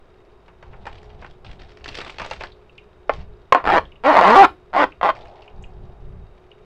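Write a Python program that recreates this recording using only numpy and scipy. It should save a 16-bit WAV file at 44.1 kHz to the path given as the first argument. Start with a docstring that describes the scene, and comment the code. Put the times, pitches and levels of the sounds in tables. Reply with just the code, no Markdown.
"""A drink cup is turned in the hand and its wall buckles; a wide plastic straw is unwrapped, crinkling and snapping.
The straw is jabbed at the film lid, pops through, and is pushed and pulled in the hole: stick-slip friction drives
the lid, slow uneven slips creaking and fast ones locking into a squeak that overloads a close microphone.
The cup is then lifted and the sleeve settles. Throughout, the hands tug and brush the microphone cable,
light plastic ticks ring in narrow bands from 2.5 s on, and a fan of shaped noise runs in a small room."""
import sys
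import numpy as np
from scipy import signal
from scipy.fft import rfft, irfft, next_fast_len
from scipy.io import wavfile

SR = 44100
rng = np.random.default_rng(int(sys.argv[2]) if len(sys.argv) > 2 else 0)


def materialize(psi):
    """Save the field psi as 16-bit PCM at rate SR to the path in sys.argv[1].

    A 1-D psi becomes a single channel; in a 2-D psi each row is a channel.
    """
    bounded = np.clip(np.atleast_2d(psi).T, -1, 1)
    quanta = np.round(bounded * 32767).astype(np.int16)
    wavfile.write(sys.argv[1], SR, quanta)


N = 293255
TIME = np.arange(N) / SR


def amp(db):
    """Level to gain: 20 dB is a factor of ten in amplitude."""
    return 10 ** (np.asarray(db) / 20)


def unit(x):
    """Normalisation of mean power: scale to rms 1."""
    return x / np.sqrt(np.mean(x ** 2) + 1e-20)


def unit_energy(x):
    """Normalisation of total energy: scale so that the squares sum to 1."""
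    return x / np.linalg.norm(x)


def along(points, hz):
    """Interpolate (f/Hz, value) points on a logarithmic frequency axis."""
    f, v = np.transpose(points)
    return np.interp(np.log(hz + 1), np.log(f + 1), v)


def filtered(x, response):
    """Linear filtering: multiply the spectrum of x by a response of frequency."""
    size = next_fast_len(N + SR // 2)
    return irfft(rfft(x, size) * response(np.fft.rfftfreq(size, 1 / SR)), size)[:N]


def highpass(x, hz):
    """Second-order Butterworth high-pass."""
    return signal.sosfilt(signal.butter(2, hz, "high", fs=SR, output="sos"), x)


def noise(response):
    """Coloured noise: white noise shaped by a response, at rms 1."""
    return unit(filtered(rng.standard_normal(N), response))


def impulse(spectrum, size=8192):
    """Minimum-phase click of peak 1: folding the cepstrum makes the given spectrum causal."""
    cepstrum = irfft(np.log(amp(along(spectrum, np.fft.rfftfreq(size, 1 / SR))) + 1e-6))
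    cepstrum[1:size // 2] *= 2
    cepstrum[size // 2 + 1:] = 0
    click = irfft(np.exp(rfft(cepstrum)))
    return click / np.abs(click).max()


def add(track, s, sound):
    """Superposition: mix a sound in at time s."""
    start = int(round(s * SR))
    track[start:start + len(sound)] += sound[:N - start]


def envelope(s, hold, attack, fade):
    """Linear rise to full gain at time s, a hold, then exponential decay."""
    gain = np.zeros(N)
    span = slice(max(int((s - attack) * SR), 0), int((s + hold + 10 * fade) * SR))
    t = TIME[span] - s
    rise = np.clip(1 + t / attack, 0, 1)
    gain[span] = rise * np.exp(-np.maximum(t - hold, 0) / fade)
    return gain


# speed of the straw in each stroke: (t/s, slip rate f/Hz)
FIRST_PUSH = [(3.642, 75), (3.668, 108.3), (3.70, 126), (3.742, 193), (3.765, 160), (3.79, 156)]
FIRST_PULL = [(4.038, 232.6), (4.097, 317.5), (4.12, 268.5), (4.146, 166)]
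LONG_PUSH = [(4.15, 151.2), (4.23, 168.3), (4.285, 204.1), (4.35, 249.4), (4.366, 384.1), (4.42, 402),
             (4.438, 350.7), (4.454, 238.5)]
SECOND_PULL = [(4.732, 161.1), (4.76, 212.2), (4.785, 290.2), (4.815, 295.6), (4.841, 235)]
LAST_PUSH = [(5.025, 150.5), (5.042, 198.4), (5.07, 165), (5.102, 155.3)]
# friction of each stroke: (speed curve, relative level/dB at SQUEAK_RATE, swell t/s,
#   unevenness of the creak 0-1, slip rate f/Hz above which it locks into a squeak)
STROKES = [(FIRST_PUSH, -9, .04, .2, 200), (FIRST_PULL, -10.5, 0.024, 0.22, 220),
           (LONG_PUSH, -7.5, .004, .55, 175), (SECOND_PULL, -12, 0.036, 0.3, 250),
           (LAST_PUSH, -12.5, .001, 0.2, 210)]
SQUEAK_RATE, DB_PER_OCTAVE = 315, 3.5  # slips per s; faster is louder
START_DB = -11  # a stroke swells from this far down
LOCK_STEEPNESS, LOCKED_UNEVEN = 13, 0.062  # how suddenly the slips fall into step, and the scatter left then
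SKID_S = .0035  # unevenness added per octave a second of change in speed


def friction(speed, db, swell_s, creak, lock_rate):
    """Speed-dependent friction: slip rate, level and unevenness all follow the straw's speed."""
    s, rate = np.transpose(speed)
    t = TIME[(TIME >= s[0]) & (TIME <= s[-1])]
    rate = np.interp(t, s, rate)
    octaves = np.log2(rate / SQUEAK_RATE)
    swell = START_DB * np.clip(1 - (t - t[0]) / swell_s, 0, 1)
    level = db + DB_PER_OCTAVE * octaves + swell
    creaking = creak / (1 + (rate / lock_rate) ** LOCK_STEEPNESS)
    skid = SKID_S * np.abs(np.gradient(octaves, t))
    return t, rate, level, np.clip(LOCKED_UNEVEN + creaking + skid, 0, 1)


def stroke(motion, jitter=.25, scatter_db=7, scrape_db=-7, scrape_s=0.0029):
    """Stick-slip: a train of force releases, uneven in a slow creak and regular in a fast squeak."""
    t, rate, db, uneven = motion
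    cycles = np.cumsum(rate) / SR
    slips = np.interp(np.arange(int(cycles[-1]) + 1), cycles, t)  # one release per whole cycle
    pace, rough = np.interp(slips, t, rate), np.interp(slips, t, uneven)
    chance = rng.standard_normal((len(slips), 2))
    # dividing by the root of the rate keeps the power of the train independent of pace
    size = amp(np.interp(slips, t, db) + scatter_db * rough * chance[:, 0]) * np.sqrt(SR / pace)
    moments = slips + jitter * rough * chance[:, 1] / pace
    force = np.bincount(np.round(moments * SR).astype(int), size, N)[:N]
    # the edge of the hole scrapes for a moment after each release, most when the slips are uneven
    slide = np.exp(-TIME[:SR // 20] / scrape_s)
    scrape = signal.oaconvolve(force, unit_energy(slide))[:N] * rng.standard_normal(N)
    return force + amp(scrape_db) * 2 * np.sqrt(np.interp(TIME, t, uneven)) * scrape


def sharpened(force, motion, sharp_db=4, sharp_hz=9000, growth=2.2, rasp_db=-3, rasp_hz=2600, rasp_s=0.00079):
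    """Nonlinear brightening: the harder the drive, the sharper each release and the more it rasps."""
    t, rate, db, uneven = motion
    loudest = max(row[1] for row in STROKES)
    drive = amp(growth * (db - loudest))
    slips, out = force[round(t[0] * SR):][:len(t)], force.copy()
    # rasp: noise that follows the short-term rms of the force
    keep = np.exp(-1 / (rasp_s * SR))
    rasp = np.sqrt(signal.lfilter([1 - keep], [1, -keep], slips ** 2)) * rng.standard_normal(len(t))
    sharp = amp(sharp_db) * highpass(slips, sharp_hz)
    add(out, t[0], drive * (sharp + amp(rasp_db) * highpass(rasp, rasp_hz)))
    return out


# the straw's tip strikes, pierces and snags the lid:
#   (t/s, relative strength level/dB, contact decay t/s, dull above f/Hz)
BLOWS = [(3.095, 0.5, 0.0079, 1840), (3.5231, 2.5, 0.0045, 9000), (3.525, 8, 0.0045, 14000),
         (3.5483, 5.5, 0.023, 2510), (3.702, -1, 0.00035, 9000), (3.781, -4, 0.00091, 9000),
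         (4.132, -9.5, 0.00061, 8700), (4.153, -0.5, 0.00061, 9150), (5.0128, -9.5, 0.0027, 4000),
         (5.091, 0.5, 0.0044, 3000)]


def jabs(tear_db=-3, thin_hz=360, settle_db=-23, settle_s=.04):
    """Impact force: each blow is a push, a burst of stretching, tearing film, and a faint settling."""
    force, t = np.zeros(N), TIME[:SR // 8]
    for s, db, contact_s, dull_hz in BLOWS:
        decays = np.exp(-t / np.array([[contact_s], [settle_s]]))
        tear, settle = rng.standard_normal((2, len(t))) * decays
        push = t == 0
        blow = push + amp(tear_db) * unit_energy(tear) + amp(settle_db) * unit_energy(settle)
        dull = signal.butter(1, min(dull_hz, SR / 3), fs=SR)
        add(force, s, amp(db) * signal.lfilter(*dull, blow))
    # the sharp tip hardly moves the lid as a whole
    return highpass(force, thin_hz)


# spectrum of the taut lid over the cup's air: (f/Hz, relative spectrum level/dB)
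LID_SPECTRUM = [(100, -40), (200, -9.5), (300, -9.5), (500, -5.5), (780, 5), (1100, 1.5), (1600, -7),
                (2000, -10.5), (2800, -18.5), (4500, -29), (5600, -39.5), (8000, -51.5), (15000, -69)]
# modes of the cup that ring on after each slip: (f/Hz, relative level/dB, 60 dB decay t/s)
CUP_MODES = [(241, -28, 0.044), (394.4, -35.5, 0.17), (532, -30.5, 0.093), (673, -12.5, 0.026),
             (750, -15.5, 0.04), (1080, -26, 0.14), (1340, -17.5, 0.028), (1750, -33, 0.068),
             (1900, -18, 0.015), (3160, -44.5, 0.16)]


def lid_response(flutter_db=-1, flutter_t60=0.032, ring_db=0):
    """Impulse response: a quick flap of the film, a flutter of its dense modes, and the cup's modal ring."""
    flap = impulse(LID_SPECTRUM)
    t = TIME[:len(flap)]
    dense = rng.standard_normal(len(t)) * amp(-60 * t / flutter_t60) * (1 - np.exp(-t / 0.00025))
    flutter = signal.fftconvolve(flap, unit_energy(dense))[:len(t)]
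    ring = sum(amp(db - 60 * t / t60) * np.sin(2 * np.pi * hz * t) for hz, db, t60 in CUP_MODES)
    ring = ring * (1 - np.exp(-t / 0.00087))
    return unit_energy(flap + amp(flutter_db) * flutter + amp(ring_db) * ring)


def straw(motions, stroke_db=-1.0, jab_db=14):
    """Forced vibration: strokes and blows drive the lid; its dense modes are random for each short piece."""
    strokes = sum(sharpened(stroke(motion), motion) for motion in motions)
    force = amp(stroke_db) * strokes + amp(jab_db) * jabs()
    # overlapping pieces of the force each meet a freshly drawn set of dense modes
    out, hop = np.zeros(N), SR // 36
    fade = signal.get_window("hann", 2 * hop)
    for start in range(0, N - 2 * hop, hop):
        piece = fade * force[start:start + 2 * hop]
        if np.abs(piece).max() > 1e-6:
            add(out, start / SR, signal.fftconvolve(piece, lid_response()))
    return out


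def heave(motion, first_db=-8, second_db=-5, lock=0.19, edge_s=0.0073):
    """Phase-locked motion: even slips swing the whole lid at the slip rate and at twice the rate."""
    t, rate, db, uneven = motion
    phase = 2 * np.pi * np.cumsum(rate) / SR
    inside = np.clip(np.minimum(t - t[0], t[-1] - t) / edge_s, 0, 1)
    gain = inside * amp(db) * np.exp(-(uneven / lock) ** 2)
    out = np.zeros(N)
    add(out, t[0], gain * (amp(first_db) * np.cos(phase) + amp(second_db) * np.cos(2 * phase)))
    return out


def squeak(motions, low_hz=185):
    """Radiation efficiency: the small lid radiates its lowest swings poorly."""
    swings = sum(heave(motion) for motion in motions)
    return filtered(swings, lambda hz: 1 / np.sqrt(1 + (low_hz / (hz + 1)) ** 16))


def crackle(density=180, spread_db=8.0, colour_db=5.5, life=0.0031, hiss=0.29):
    """Random-pulse noise: creases (density per s) of very unequal size, each decaying in its own colour."""
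    at = np.flatnonzero(rng.random(N) < density / SR)
    size_db = spread_db * np.clip(rng.standard_normal(len(at)), -2, 2)
    decay, out = np.exp(-TIME[:SR // 20] / life), np.zeros(N)
    edges = [80, 600, 1200, 2000, 3000, 4200, 6000, 18000]  # Hz
    for lo, hi in zip(edges, edges[1:]):
        tint_db = colour_db * np.clip(rng.standard_normal(len(at)), -2, 2)
        kicks = np.bincount(at, amp(size_db + tint_db), N)
        bandpass = signal.butter(3, [lo, hi], "band", fs=SR, output="sos")
        band = signal.sosfilt(bandpass, rng.standard_normal(N))
        out += (unit(signal.oaconvolve(kicks, decay)[:N]) + hiss) * band
    return out


# spectrum of creasing thin plastic: (f/Hz, relative spectrum level/dB)
CREASE_SPECTRUM = [(150, -13), (400, -1), (900, -9), (2700, -5.5), (4700, -14), (6500, -26), (8500, -35.5),
                   (11000, -57), (15000, -54.5)]
# the fingers shift on the cup or pull at the wrapper: (t/s, hold t/s, fade per neper t/s, crinkle gain level/dB)
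GRIPS = [(0.66, 0.53, .05, -65), (0.82, 0.15, .1, -63), (1.21, 0.048, 0.051, -58),
         (1.453, 0.064, 0.02, -47.5), (1.602, 0.02, 0.23, -53), (1.846, 0.12, 0.024, -43),
         (1.946, 0.13, 0.087, -41), (2.208, .16, .03, -46), (2.403, 0.022, 0.027, -45.5),
         (3.11, 0.071, 0.029, -48.5), (5.152, 0.076, 0.1, -50.5)]
GRIP_ATTACK_S = 0.0094


def handling(grip_db=0, rest_db=-73):
    """Crease noise under load: thin plastic crinkles at every grip, and faintly while the cup is just held."""
    grips = sum(amp(db + grip_db) * envelope(s, hold, GRIP_ATTACK_S, fade) for s, hold, fade, db in GRIPS)
    grip = amp(rest_db) + grips
    return signal.fftconvolve(grip * crackle(), unit_energy(impulse(CREASE_SPECTRUM)))[:N]


# spectrum of a buckling wall: (f/Hz, relative spectrum level/dB)
WALL_SPECTRUM = [(120, -11.5), (400, -2.5), (850, 5), (1400, 1.5), (2800, -6), (4700, -44), (7000, -37),
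                 (12000, -73)]
# the cup's wall and the wrapper buckle: (t/s, relative level/dB, crisp edge level/dB added to that level)
SNAPS = [(0.481, -29.5, -28), (0.627, -27.5, -25), (0.733, -30, -50), (0.855, -23, -23.5),
         (0.867, -15, -23.5), (1.223, -25.5, -42.5), (1.246, -23.5, -28), (1.843, -34.5, 0),
         (1.888, -25.5, -7), (1.952, -29, 1.5), (1.989, -20.5, -16), (2.014, -17.5, -14.5),
         (2.063, -23.5, -31), (2.184, -21, -12), (2.198, -12.5, -21), (2.217, -13, -22.5),
         (2.245, -16.5, -25), (2.311, -11.5, -16.5), (2.409, -14, -24), (2.436, -14.5, -21)]


def buckles(snap_db=-7, buckle_s=0.012, buckle_db=-16, edge_db=1, edge_s=0.004, edge_hz=3000):
    """Snap-through buckling: a wall gives way in a short stutter, with a crisp edge on top."""
    wall, edge, t = np.zeros(N), np.zeros(N), TIME[:SR // 15]
    for s, db, crisp_db in SNAPS:
        stutter, fizz = rng.standard_normal((2, len(t)))
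        snap = .5 * (t == 0) + amp(buckle_db) * stutter * np.exp(-t / buckle_s)
        add(wall, s, amp(db + snap_db) * snap)
        add(edge, s, amp(db + crisp_db + edge_db) * fizz * np.exp(-t / edge_s))
    crease = highpass(impulse(CREASE_SPECTRUM), edge_hz)
    body = signal.fftconvolve(wall, impulse(WALL_SPECTRUM))
    return (body + signal.fftconvolve(edge, unit_energy(crease)))[:N]


# light plastic ticks: (t/s, relative level/dB, pitch f/Hz)
TICKS = [(2.5188, -35.5, 3830), (2.694, -42, 2720), (2.7799, -25, 2620), (3.8534, -39.5, 3160),
         (3.919, -37.5, 2706), (3.957, -38.5, 2760), (4.9204, -30.5, 2500), (5.1574, -34, 2150),
         (5.2267, -47, 3800), (5.2754, -49, 2400), (5.423, -37.5, 2800), (5.4785, -34.5, 2660),
         (5.625, -45.5, 6900), (5.639, -31.5, 2700), (6.515, -37.5, 2770)]


def ticks(tick_db=-7, t60=0.041, width=0.18, attack=0.00036, click_db=1):
    """Damped resonance: each tick is a tiny crease that rings briefly in one narrow band."""
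    out, t = np.zeros(N), TIME[:SR // 5]
    hz, crease = np.fft.rfftfreq(len(t), 1 / SR), impulse(CREASE_SPECTRUM)
    for s, db, pitch in TICKS:
        band = 1 / (1 + ((hz - pitch) / (width * pitch)) ** 2) ** 2
        ring = unit(irfft(rfft(rng.standard_normal(len(t))) * band, len(t)))
        add(out, s, amp(db + tick_db - 60 * t / t60) * (1 - np.exp(-t / attack)) * ring)
        thin = signal.butter(1, min(pitch, SR / 3), "high", fs=SR)
        add(out, s, amp(db + tick_db + click_db) * signal.lfilter(*thin, crease))
    return out


TUG_ATTACK_S, TUG_FADE_S = 0.075, 0.099


def arm(moves):
    """Envelope maximum of (t/s, length t/s, level/dB) rows: the strongest arm movement leads."""
    gains = [amp(db) * envelope(s, length, TUG_ATTACK_S, TUG_FADE_S) for s, length, db in moves]
    return np.max(gains, axis=0)


# spectrum of the cable's rumble: (f/Hz, relative spectrum level/dB)
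RUMBLE_SPECTRUM = [(20, 3), (60, 1), (110, -5.5), (200, -13.5), (400, -48.5), (700, -83.5)]
# the arm pulls the microphone cable hard: (t/s, length t/s, rumble gain level/dB)
TUGS = [(.97, 0.12, -44), (1.2, 0.023, -39), (1.48, 0.061, -39.5), (3.17, 0.027, -32), (3.68, 0.081, -33),
        (5.57, 0.1, -37.5), (5.79, .06, -34.5), (6.04, 0.13, -35)]


def cable(rest_db=-53, grip_db=-43, stroke_db=-35):
    """Structure-borne noise: the microphone cable rumbles with every grip, stroke and tug."""
    moves = TUGS + [(s, hold, grip_db) for s, hold, fade, db in GRIPS]
    moves += [(speed[0][0], speed[-1][0] - speed[0][0], db + stroke_db) for speed, db, *_ in STROKES]
    rumble = noise(lambda hz: amp(along(RUMBLE_SPECTRUM, hz)))
    return np.hypot(amp(rest_db), arm(moves)) * rumble  # rest and movement add in power


LIFT_S, LIFT_FADE_S = 5.17, 0.68  # the cup is raised to the mouth and the sleeve settles


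def sleeve(grip_db=-54, lift_db=-48, lift_attack_s=.1, rub_hz=720, rub_width_hz=420):
    """Rubbing noise: cloth brushes the cable at each grip and as the cup is lifted."""
    grips = arm([(s, hold, grip_db) for s, hold, fade, db in GRIPS])
    lift = amp(lift_db) * envelope(LIFT_S, 0, lift_attack_s, LIFT_FADE_S)
    rub = noise(lambda hz: 1 / (1 + (2 * (hz - rub_hz) / rub_width_hz) ** 2))
    return (grips + lift) * rub


# spectrum of the fan's rush of air: (f/Hz, relative spectrum level/dB)
AIR_SPECTRUM = [(60, -10.5), (100, -0.5), (290, -4), (380, 5.5), (560, -2.5), (660, -0.5), (800, -5),
                (1200, -6.5), (2000, -16), (2700, -18), (4000, -28), (8000, -38.5), (15500, -50)]
# the fan's hum and whine: (f/Hz, bandwidth f/Hz, relative level/dB)
FAN_TONES = [(366, 4.3, -59), (402, 12, -66.5), (420.8, 6, -58), (3744, 70, -76), (4880, 70, -89)]


def fan(air_db=-55, hum_db=-1):
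    """Broadband and narrow-band noise: a steady rush with a fuzzy hum and a thin whine."""
    rush = amp(air_db) * noise(lambda hz: amp(along(AIR_SPECTRUM, hz)))
    hum = sum(amp(db) * noise(lambda hz: 1 / (1 + (2 * (hz - centre) / width) ** 2))
              for centre, width, db in FAN_TONES)
    return rush + amp(hum_db) * hum


# reverberation of the small room: (f/Hz, 60 dB decay t/s)
ROOM_DECAY = [(200, 0.28), (1000, 0.14), (4000, 0.2), (12000, 0.28)]


def room(x, build=0.0045):
    """Diffuse reverberation: a short tail from the nearby walls, decaying by frequency."""
    hz, t, z = signal.stft(rng.standard_normal(SR // 2), SR, nperseg=256)
    tail = signal.istft(z * amp(-60 * t / along(ROOM_DECAY, hz)[:, None]), SR)[1]
    tail = tail * (1 - np.exp(-(TIME[:len(tail)] / build) ** 2))
    return signal.fftconvolve(x, unit_energy(tail))[:N]


def scene():
    """Direct-to-reverberant ratio: the cup is close to the microphone; the small sounds are wetter."""
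    motions = [friction(*row) for row in STROKES]
    loud = straw(motions) + squeak(motions)
    small = handling() + buckles() + ticks()
    near = loud + amp(-14.0) * room(loud) + small + amp(-8) * room(small)
    return (near + cable() + sleeve() + fan())[None]


def record(dry):
    """Saturation and band limit: the microphone flattens the biggest peaks and keeps nothing above 15.9 kHz."""
    flattened = dry[0] / (1 + np.abs(dry[0] / .96) ** 6) ** (1 / 6)
    return filtered(flattened, lambda hz: hz < 15900)[None]


dry = scene()
out = record(dry)
materialize(out)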